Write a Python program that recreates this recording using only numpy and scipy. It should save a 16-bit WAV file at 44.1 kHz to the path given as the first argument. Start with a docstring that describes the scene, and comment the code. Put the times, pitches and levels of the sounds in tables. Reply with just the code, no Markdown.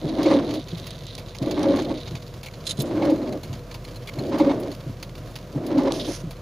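"""Inside a parked car in the rain, two microphones in the cabin, the engine idling as a firing tone over noise.
The wiper blades set off with a thump, rub and judder over wet glass as clicks ringing its modes, and thump
again as they turn. Drops tick on glass and roof as noise bursts; close to the microphones a jacket rustles
and snaps, made of crackles and clicks. Something small and metallic rattles once, as clicks through resonances."""
import sys
import numpy as np
from scipy import signal
from scipy.fft import rfft, irfft, next_fast_len
from scipy.io import wavfile

SR = 44100
rng = np.random.default_rng(int(sys.argv[2]) if len(sys.argv) > 2 else 0)


def inscribe(sig):
    """Save sig as 16-bit PCM at rate SR to the path in sys.argv[1].

    A 1-D sig is mono; a 2-D sig holds one channel per row.
    Samples are clipped to [-1, 1] before scaling.
    """
    pcm = np.round(np.clip(np.atleast_2d(sig).T, -1, 1) * 32767)
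    wavfile.write(sys.argv[1], SR, pcm.astype(np.int16))


N = 282681  # length in samples


def amp(db):
    """Decibels to gain."""
    return 10 ** (np.asarray(db) / 20)


def rms_one(x):
    """Scaled to unit rms."""
    return x / np.sqrt(np.mean(x ** 2) + 1e-20)


def in_time(rows):
    """Columns of a curve table, one value a sample."""
    s, *columns = np.transpose(rows)
    t = np.arange(N) / SR
    return [np.interp(t, s, column) for column in columns]


def passing(rows):
    """Gain of a level curve, silent outside it."""
    t = np.arange(N) / SR
    return amp(in_time(rows)[0]) * (t >= rows[0][0]) * (t < rows[-1][0])


def at_hz(points, hz):
    """Value of a spectrum table, log-frequency axis."""
    points = np.array(points)
    return np.interp(np.log(hz), np.log(points[:, 0]), points[:, 1])


def coloured(x, spectrum):
    """Filtered by the causal (minimum-phase) response of a spectrum table."""
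    log_gain = np.log(amp(at_hz(spectrum, np.fft.rfftfreq(8192, 1 / SR) + 1)))
    # folding the cepstrum onto positive time makes the response causal
    cepstrum = irfft(log_gain)
    cepstrum[1:4096] *= 2
    cepstrum[4097:] = 0
    response = irfft(np.exp(rfft(cepstrum)))
    return signal.fftconvolve(np.atleast_2d(x), response[None], axes=1)[:, :N]


def modes(x, table):
    """Parallel resonances of alternating sign."""
    out = 0
    for k, (hz, width_hz, level_db) in enumerate(table):
        r = np.exp(-np.pi * width_hz / SR)
        b = (1 - r * r) / 2 * np.array([1, 0, -1])
        a = [1, -2 * r * np.cos(2 * np.pi * hz / SR), r * r]
        out = out + (-1) ** k * amp(level_db) * signal.lfilter(b, a, x)
    return out


def drift(rate_hz):
    """Slow random wander of spread 1, drawn at every 40th sample."""
    r = np.exp(-80 * np.pi * rate_hz / SR)
    noise = rng.standard_normal(N // 40 + 2002)
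    slow = signal.lfilter([1], [1, -2 * r, r * r], noise)[2000:]  # past the settling
    return np.interp(np.arange(N) / 40, np.arange(len(slow)), rms_one(slow))


def grains(per_s, spread_db):
    """Random clicks of uneven size and random sign."""
    sizes = amp(spread_db * np.minimum(rng.exponential(1, N), 4)) * rng.choice([-1, 1], N)
    return sizes * (rng.random(N) < per_s / SR)


def add(out, s, sound):
    """Mixes a short sound in at s seconds."""
    i = max(round(s * SR), 0)
    out[..., i:i + sound.shape[-1]] += sound[..., :N - i]


def bursts(events, attack_s):
    """Envelope of short bursts from rows of (s, dB, t60 s)."""
    out, t = np.zeros(N), np.arange(round(.2 * SR)) / SR
    for s, level_db, t60 in events:
        add(out, s, (1 - np.exp(-t / attack_s)) * amp(level_db - 60 * t / max(t60, .005)))
    return out


# How alike the two microphones hear a sound. Each row: Hz, left-right likeness from 0 to 1.
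LIKENESS = [(40, .9992), (80, .997), (180, .975), (300, .986), (600, .983), (1200, .8), (4000, .88),
            (15000, .82)]


def wide(x):
    """Two channels of a random excitation; what they do not share is the same grains with new signs."""
    share = [(hz, 10 * np.log10(np.clip((1 - c) / (1 + c), 1e-4, 1))) for hz, c in LIKENESS]
    difference = coloured(x * rng.choice([-1, 1], N), share)
    return x + difference * np.array([[1], [-1]])


# Level of the idle's firing tone in the cabin. Each row: time in seconds, level in dB.
FIRING_LEVEL = [(0.0, -47), (0.09, -43), (0.3, -49), (1.98, -45), (2.08, -48), (3.21, -49), (3.55, -47),
                (3.78, -42), (4.28, -50), (5.24, -44), (5.61, -51), (5.79, -46), (6.35, -41), (6.4, -50)]
# Overtones of the firing tone. Each row: multiple of the firing rate, level in dB re the firing tone.
FIRING_OVERTONES = [(2, -14), (3, -15)]
# Colour of engine rumble and fine rain inside the car. 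Each row: Hz, relative dB per Hz.
CABIN_COLOUR = [(26, -54), (45, -9.5), (122, 7), (237, -7.5), (405, -7), (505, -12), (676, -11.5),
                (822, -27.5), (976, -18.5), (1890, -28.5), (4120, -30), (6880, -35), (7970, -44.5),
                (10900, -39.5), (15400, -41.5)]
# Faint hum in the cabin. Each row: Hz, width in Hz, relative level in dB.
HUM_MODES = [(476, 28, 11), (744, 27, -10)]
IDLE_HZ, CABIN_DB = 40.4, -38  # mean firing rate; level of the rumble and rain bed


def engine():
    """Firing tone with two overtones over a lumpy rumble that gives way to fine rain hiss higher up."""
    level_db, = in_time(FIRING_LEVEL)
    turn = 2 * np.pi * np.cumsum(IDLE_HZ + 0.535 * drift(3.0)) / SR
    overtones = sum(amp(db + 1.7 * drift(5.3)) * np.sin(k * turn) for k, db in FIRING_OVERTONES)
    tone = np.sin(turn) + overtones
    air = wide(rng.standard_normal(N))
    bed = rms_one(coloured(air, CABIN_COLOUR)) * amp(1.3 * drift(9))
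    hum = amp(-13.5) * rms_one(modes(air, HUM_MODES))
    return np.sqrt(2) * amp(level_db) * tone + amp(CABIN_DB) * (bed + hum)


# The jacket moving near the microphones. Each row: time in seconds, level in dB.
RUSTLE_LEVEL = [(0, -47), (0.33, -41.5), (0.6, -48), (0.9, -47), (1.3, -50), (1.75, -43.5), (2.05, -46.5),
                (2.22, -61), (2.4, -70)]
# Colour of the creasing cloth. Each row: Hz, relative dB per Hz.
RUSTLE_COLOUR = [(880, -64), (1500, -28), (1980, -2), (2560, -5), (3740, 7.5), (4130, 5.5), (5460, -10),
                 (6600, -8.5), (7630, -56), (9910, -11.5), (13000, -42)]
# The sleeve catches. Each row: start in seconds, level in dB, 60 dB decay time in seconds.
SLEEVE_CATCHES = [(5.94, -35, 0.13), (5.995, -28.5, 0.14), (6.043, -37.5, 0.19)]
# The sleeve slides past. Each row: time in seconds, level in dB.
SLEEVE_LEVEL = [(5.93, -42), (5.99, -43), (6.04, -48), (6.08, -40.5), (6.165, -38), (6.18, -47),
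                (6.22, -50)]
# Bright colour of the sliding sleeve. Each row: Hz, relative dB per Hz.
SLEEVE_COLOUR = [(2650, -8.5), (4500, -5.5), (5040, -3.5), (6520, -3.5), (7520, -23), (9130, -12),
                 (10200, -10), (14000, -27)]


def jacket():
    """Stiff cloth creases in clumps of tiny crackles; a sleeve catches three times and slides by with a hiss."""
    clumps = amp(6.5 * drift(25))
    crackles = wide(grains(2500 * clumps, spread_db=6.0))
    rustle = passing(RUSTLE_LEVEL) * rms_one(coloured(crackles, RUSTLE_COLOUR))
    fibres = wide(grains(14000, spread_db=4.5))
    dull = rms_one(modes(fibres, [(3440, 770, 1.0), (5400, 1400, -7.5)]))
    bright = rms_one(coloured(fibres, SLEEVE_COLOUR))
    catches = bursts(SLEEVE_CATCHES, attack_s=0.0023) * dull
    slide = passing(SLEEVE_LEVEL) * bright
    return (rustle + catches + slide) * amp([[-.7], [.7]])  # a little to the right


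# Rubbing strokes of the blades.
# Each row: start in seconds, length in seconds, then level, grip and singing in dB re the usual stroke.
STROKES = [(0.009, 0.57, 0.7, 2, 3.5), (1.39, .57, 0.46, 2.5, 4.5), (2.767, 0.593, -0.7, 2.5, 5),
           (4.144, 0.555, 0.4, 0, -5), (5.527, 0.58, 0, 2, -2)]


def current(t):
    """Seconds since the latest stroke began, and the rest of that stroke's row."""
    rows = np.array(STROKES)
    latest = np.maximum(np.searchsorted(rows[:, 0], t) - 1, 0)
    row = rows[latest].T
    return t - row[0], row[1:]


# Seconds into a stroke: the rubber grips ever harder, then lets go; the grip fades over SLIP_S.
GRIP_FROM_S, GRIP_FULL_S, LET_GO_S, SLIP_S = 0.11, 0.31, 0.3495, 0.095
ATTACK_S, RELEASE_S = 0.04, 0.047  # the blade gets going; it stops
# The singing mode builds up later and is choked within SING_STOP_S.
SING_FROM_S, SING_FULL_S, SING_STOP_S = .2, 0.28, 0.027


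def stroke(since, length_s):
    """Contact, grip and singing build-up (all 0-1) by seconds since the start of a stroke."""
    contact = np.clip(np.minimum(since / ATTACK_S, 1 - (since - length_s) / RELEASE_S), 0, 1)
    gripping = (since - GRIP_FROM_S) / (GRIP_FULL_S - GRIP_FROM_S)
    held = 1 - (since - LET_GO_S) / SLIP_S
    grip = np.clip(np.minimum(gripping, held), 0, 1)
    building = (since - SING_FROM_S) / (SING_FULL_S - SING_FROM_S)
    choked = 1 - (since - LET_GO_S) / SING_STOP_S
    sing = np.clip(np.minimum(building, choked), 0, 1)
    return contact, grip, sing


def steadied(x, share):
    """Friction feeds a ring that fades and brakes one that grows, which evens its height."""
    height = np.abs(signal.hilbert(x.mean(axis=0), next_fast_len(N)))[:N]
    return rms_one(x / (height / height.mean() + 0.087) ** np.clip(share, 0, 1))


# Low modes of the glass. Each row: Hz, width in Hz, relative level in dB.
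GROAN_MODES = [(184, 138, -9), (263.6, 36, -1.5), (306.2, 25.7, -1), (352.6, 40.7, -2.5), (383.4, 81, -8.5)]
# Higher modes of the glass. Each row: Hz, width in Hz, relative level in dB.
UPPER_MODES = [(464, 66, -13), (620, 163, 3), (689, 71, 4.5)]
# The mode that sings at full blade speed. Each row: Hz, width in Hz, relative level in dB.
SINGING_MODE = [(549.4, 35, 0)]
# Colour of the blade's swish. Each row: Hz, relative dB per Hz.
SWISH_COLOUR = [(470, -24.5), (800, 3), (1200, -1.5), (1270, -7.5), (2220, -11), (2590, -16.5),
                (3880, -14.5), (6580, -26), (7810, -40.5), (9000, -32.5), (11700, -63), (19800, -120)]
GROAN_DB, UPPER_DB, SINGING_DB, SWISH_DB = -29, -38, -45.5, -48  # light rubbing
# Usual rise at full grip, or at full build-up for the singing.
GROAN_GRIP_DB, UPPER_GRIP_DB, SINGING_GRIP_DB, SWISH_GRIP_DB = 5, 5.5, 16.5, 11
SAG_DB_PER_S = 4  # the groan sinks after the rubber lets go
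UNEVEN_DB = 1  # the wet glass is patchy


def wipers():
    """Dense stick-slip of rubber on glass rings the glass."""
    since, (length_s, level_db, grip_db, singing_db) = current(np.arange(N) / SR)
    contact, grip, sing = stroke(since, length_s)
    slips, more_slips = wide(grains(2500, spread_db=1.5)), wide(grains(2500, spread_db=2.5))
    groan = steadied(modes(modes(slips, [(283, 500, 0)]), GROAN_MODES), share=0.31)
    upper = rms_one(modes(modes(slips, [(596, 480, 0)]), UPPER_MODES))
    singing = steadied(modes(modes(more_slips, SINGING_MODE), SINGING_MODE), share=0.49)
    swish = rms_one(coloured(wide(grains(4000, spread_db=3.0)), SWISH_COLOUR))
    sag_db = SAG_DB_PER_S * np.maximum(since - LET_GO_S, 0)
    out = groan * amp(GROAN_DB + (GROAN_GRIP_DB + grip_db) * grip - sag_db)
    out = out + upper * amp(UPPER_DB + UPPER_GRIP_DB * grip)
    out = out + singing * amp(SINGING_DB + (SINGING_GRIP_DB + singing_db) * sing)
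    out = out + swish * amp(SWISH_DB + (SWISH_GRIP_DB + grip_db) * grip + 3.26 * drift(21))
    return contact * amp(level_db + UNEVEN_DB * drift(14.6)) * out


def swell(hz, rise_s):
    """A soft push: a ring whose envelope swells to 1 in rise_s and dies away."""
    t = np.arange(round(.15 * SR)) / SR
    envelope = (t / rise_s * np.exp(1 - t / rise_s)) ** 2
    return envelope * np.sin(2 * np.pi * hz * t)


# The linkage takes up its slack at each end of the sweep.
# Each row: start in seconds, level of the main ring in dB, ring in Hz.
THUMPS = [(0.04, -19.5, 148), (0.724, -22, 161), (1.413, -21.5, 128.5), (2.108, -28, 158),
          (2.136, -25, 119), (2.785, -18, 136.4), (3.492, -26, 102), (3.518, -27, 131), (4.175, -23, 132),
          (4.86, -26.5, 145.4), (4.889, -26.5, 117), (5.551, -20.5, 142), (6.233, -25, 164),
          (6.268, -28.5, 131)]
# Loose linkage shaking with each thump. 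Each row: Hz, width in Hz, relative level in dB.
KNOCK_MODES = [(110, 67, -4), (189, 100, 3), (298, 107, -2), (520, 190, -15.5)]
THUMP_RISE_S = .013
KNOCK_DB, KNOCK_T60_S = -10.5, 0.23  # level re the thump, decay


def thumps():
    """Slack taken up gives three soft pushes at once, while the loose linkage shakes, dying away more slowly."""
    out = np.zeros((2, N))
    for s, level_db, hz in THUMPS:
        ring = swell(hz, THUMP_RISE_S)
        ring = ring + 0.34 * swell(2.183 * hz, 0.58 * THUMP_RISE_S)
        ring = ring + 0.069 * swell(.55 * hz, 2.3 * THUMP_RISE_S)
        add(out, s, amp(level_db) * ring)
    shaking = bursts([(s, db + KNOCK_DB, KNOCK_T60_S) for s, db, _ in THUMPS], attack_s=0.0046)
    return out + shaking * rms_one(modes(wide(grains(800, spread_db=1.0)), KNOCK_MODES))


def surge(hz, length_s):
    """A ring that friction builds up and then chokes: envelope height 1, as slow to rise as to fall."""
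    t = np.arange(round(.08 * SR)) / SR
    return np.sin(np.pi * np.minimum(t / length_s, 1)) ** 2 * np.sin(2 * np.pi * hz * t)


# The blade sticks and jumps. Each row: marked moment in seconds, low ring's peak in dB, its mean Hz,
# singing mode in dB, grit in dB.
JUDDER = [(0.185, -13.5, 305, -36, -40), (0.258, -9, 324, -17, -25.5), (0.308, -20, 297, -19, -31),
          (0.337, -18, 291, -14.5, -35), (0.365, -12, 290, -29, -38), (0.525, -26, 302, -42, -51),
          (1.462, -18.5, 310, -30, -44), (1.58, -18, 287, -36, -31.5), (1.693, -12, 280, -20, -46),
          (1.739, -14.5, 278, -34, -50), (1.905, -23, 302, -28.5, -41), (2.97, -16, 327, -44, -48),
          (3.025, -11.5, 305, -42, -32), (3.092, -13.5, 303, -26, -35), (3.117, -11.5, 305, -25, -40),
          (4.336, -17, 302, -25.5, -34.5), (4.403, -7.5, 304, -15.5, -24.5), (4.424, -26, 328, -30, -47),
          (4.465, -11, 284, -17, -35), (4.499, -14.5, 285, -29, -30), (4.63, -29, 302, -31, -48),
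          (5.712, -14.5, 317, -30, -58), (5.746, -13.5, 282, -24, -59), (5.779, -7, 279, -30, -31),
          (5.864, -17.5, 289, -19.5, -32), (6.08, -22.5, 287, -39, -44)]
# What a jump scrapes up. Each row: Hz, width in Hz, relative level in dB.
GRIT_MODES = [(860, 100, 10), (1125, 160, 1.5), (2150, 91, -1), (3980, 1300, -13.5)]
GRIT_RISE_S, JUMP_LEAD_S = 0.0074, .006  # a jump builds up before its marked moment


def jumps():
    """Each jump rings the low and the singing mode and scrapes a burst of grit."""
    out, grit, t = np.zeros((2, N)), np.zeros(N), np.arange(round(.08 * SR)) / SR
    out_of_tune = np.array([[1.003], [.997]])  # each microphone favours another part of the glass
    scrape = t / GRIT_RISE_S * np.exp(1 - t / GRIT_RISE_S)
    for s, peak_db, hz, singing_db, grit_db in JUDDER:
        start_s = s - JUMP_LEAD_S
        add(out, start_s, amp(peak_db) * surge(hz * out_of_tune, length_s=0.033))
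        add(out, start_s, amp(singing_db) * surge(SINGING_MODE[0][0], length_s=0.05))
        add(grit, start_s, amp(grit_db) * scrape)
    return out + grit * rms_one(modes(wide(grains(4200, spread_db=4.5)), GRIT_MODES))


def patter(per_s, level_db, t60):
    """Envelope of random small drops, each dying away by 60 dB in t60 seconds."""
    hits = np.abs(grains(per_s, spread_db=3.5))
    return signal.lfilter([1], [1, -amp(-60 / (t60 * SR))], hits) * amp(level_db)


# Ticks on the car: large drops, except the one at 0.259 s, which is grit scraped up by the jumping blade.
# Each row: start in seconds, body in dB, top in dB.
TICKS = [(0.0877, -39, -58), (0.2288, -27, -34), (0.259, -30, -57), (0.443, -46, -52), (0.49, -38, -54),
         (0.5065, -33, -44), (0.5376, -31, -36), (0.6827, -35.5, -46), (0.7745, -38, -43),
         (0.867, -32.5, -35.5), (1.033, -46, -54), (1.179, -31.5, -36), (1.281, -42, -56),
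         (1.347, -35, -42), (1.423, -35.5, -41), (1.509, -29, -36), (1.7594, -33, -38), (1.7894, -35, -52),
         (1.8195, -34, -47), (1.98, -37, -59), (2.073, -34, -67), (2.151, -33, -42), (2.222, -39, -46),
         (2.4306, -35, -37), (2.4594, -34, -37), (2.536, -38.5, -55), (2.603, -43, -60), (3.0495, -35, -41),
         (3.099, -33, -38), (3.273, -40, -60), (3.3238, -38.5, -43), (3.4312, -34, -37),
         (3.528, -35.5, -45), (3.711, -35.5, -45), (3.7418, -33.5, -37), (3.841, -43, -45),
         (3.959, -42, -43), (4.072, -32.5, -37), (4.1862, -36.5, -42), (4.2642, -42, -46),
         (4.3836, -35, -37), (4.599, -48, -36), (4.714, -37, -42), (5.026, -37, -39), (5.1785, -41, -46),
         (5.3094, -52, -45), (5.355, -31.5, -37), (5.664, -36, -35.5), (5.78, -31, -41),
         (6.3064, -37, -36.5)]
# The microphone turns, moving where the ticks fall. Each row: time in seconds, left-right in dB.
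TURNING = [(0, -0.5), (1.4, -2.5), (2.4, 1.5), (5.3, 1), (6.4, 1)]
# Colour of a splash. Each row: Hz, relative dB per Hz.
SPLASH_COLOUR = [(410, -53), (700, -2), (839, 6), (1170, -2.5), (1530, -5.5), (4490, 4.5), (4840, 2),
                 (5930, -6.5), (6670, -4), (9000, -47), (11700, -93.5), (19800, -120)]
# What a drop rings in glass and roof. Each row: Hz, width in Hz, relative level in dB.
PANE_MODES = [(2240, 190, -3), (4160, 113, 6), (5050, 60, -16.5), (6520, 130, -13.5)]
# Top of a splash. Each row: Hz, relative dB per Hz.
SPRAY_COLOUR = [(8000, -14), (9500, -9), (11000, -1.5), (13500, -16), (15500, 0.5)]
TICK_T60_S = 0.068
SPOT_DB = 7  # drops land on different spots, which favour different modes


def rain_and_grit_tick():
    """Large drops, and one tick of blade grit, are noise bursts that ring the panes; small drops patter."""
    side = amp(in_time(TURNING)[0] / 2 * np.array([[1], [-1]]))
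    body = side * bursts([(s, db, TICK_T60_S) for s, db, _ in TICKS], attack_s=0.0018)
    top = side * bursts([(s, db, TICK_T60_S) for s, _, db in TICKS], attack_s=0.001)
    small = patter(45, level_db=-58.5, t60=0.051) + patter(30, level_db=-51, t60=0.019)
    spatter = wide(grains(6000, spread_db=0.0))
    ringing = sum(amp(SPOT_DB * drift(22)) * modes(spatter, [mode]) for mode in PANE_MODES)
    splash = rms_one(rms_one(coloured(spatter, SPLASH_COLOUR)) + 0.5 * rms_one(ringing))
    spray = rms_one(coloured(wide(rng.standard_normal(N)), SPRAY_COLOUR))
    return (body + small) * splash + (top + small * amp(-5.0)) * spray


# Creases of the jacket snapping near the microphones. Each row: start in seconds, click level in dB.
SNAPS = [(0.641, -33), (0.798, -23.5), (0.907, -20), (0.989, -28), (1.067, -22.5), (1.152, -18.5),
         (1.3856, -21), (1.5933, -23.5), (1.631, -17), (5.921, -10)]


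def snaps():
    """Single clicks through the colour of the cloth, with a short ring in the cabin."""
    clicks, t = np.zeros(N), np.arange(round(.03 * SR)) / SR
    for s, level_db in SNAPS:
        # noise falling 60 dB in 14 ms
        add(clicks, s, amp(level_db - 60 * t / 0.014) * rng.standard_normal(len(t)))
    cloth = [(3630, 890, 0.5), (6130, 1440, -4), (9350, 3100, -13.5)]  # Hz, width Hz, dB
    return modes(wide(clicks), cloth) * amp([[-.7], [.7]])


def treble(x):
    """Only the highest hiss, above 10 kHz."""
    return signal.sosfilt(signal.butter(4, 10000, "high", fs=SR, output="sos"), x)


# Small metal parts chattering in the car.
# Each row: start in seconds, body in dB, top in dB, 60 dB decay time in seconds.
RATTLE = [(2.652, -35, -58, 0.05), (2.6663, -23.5, -43, 0.084), (2.6917, -26.5, -52, 0.09),
          (2.7075, -21.5, -48, 0.04), (2.769, -42, -60, 0.18), (2.79, -40, -38, 0.093),
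          (2.7995, -27.5, -43, 0.066), (2.818, -40, -21, 0.021), (2.853, -48, -71, 0.27)]
# Ringing of the metal. Each row: Hz, width in Hz, relative level in dB.
RATTLE_MODES = [(3330, 590, -7), (3650, 125, 6.5), (4050, 110, 1.5), (5500, 150, -4), (6440, 210, -5),
                (10040, 410, -13)]


def rattle():
    """Small metal parts chatter against each other: bursts of dense clicks ring them."""
    body = bursts([(s, db, t60) for s, db, _, t60 in RATTLE], attack_s=0.0034)
    top = bursts([(s, db, t60) for s, _, db, t60 in RATTLE], attack_s=0.002)
    clicks = wide(grains(5000, spread_db=3.0))
    clatter = [(2000, -14), (3800, 0.0), (5600, -4.0), (6800, -6.0), (8500, -13),
               (10500, -2.5), (13000, -28)]  # Hz, dB per Hz
    broad = coloured(clicks, clatter)
    ringing = rms_one(modes(clicks, RATTLE_MODES)) + 0.71 * rms_one(broad)
    return (body * ringing + top * rms_one(treble(clicks))) * amp([[-1.5], [1.5]])  # to the right


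def scene():
    """All sources in the cabin."""
    return engine() + jacket() + wipers() + thumps() + jumps() + rain_and_grit_tick() + snaps() + rattle()


# Balance of the two microphones. Each row: Hz, left-right in dB.
LEANING = [(400, -0.1), (1000, -1.5), (2500, -2.6), (6000, -2.4), (12000, .4)]
CUTOFF_HZ = 16000  # from here up, at least 60 dB down


def record(dry):
    """The two microphones lean right in the upper middle; the top is cut."""
    leaned = []
    for x, side in zip(dry, (1, -1)):
        leaned.append(coloured(x, [(hz, side * db / 2) for hz, db in LEANING])[0])
    return signal.sosfilt(signal.cheby2(14, 60, CUTOFF_HZ, fs=SR, output="sos"), leaned)


dry = scene()
out = record(dry)
inscribe(out)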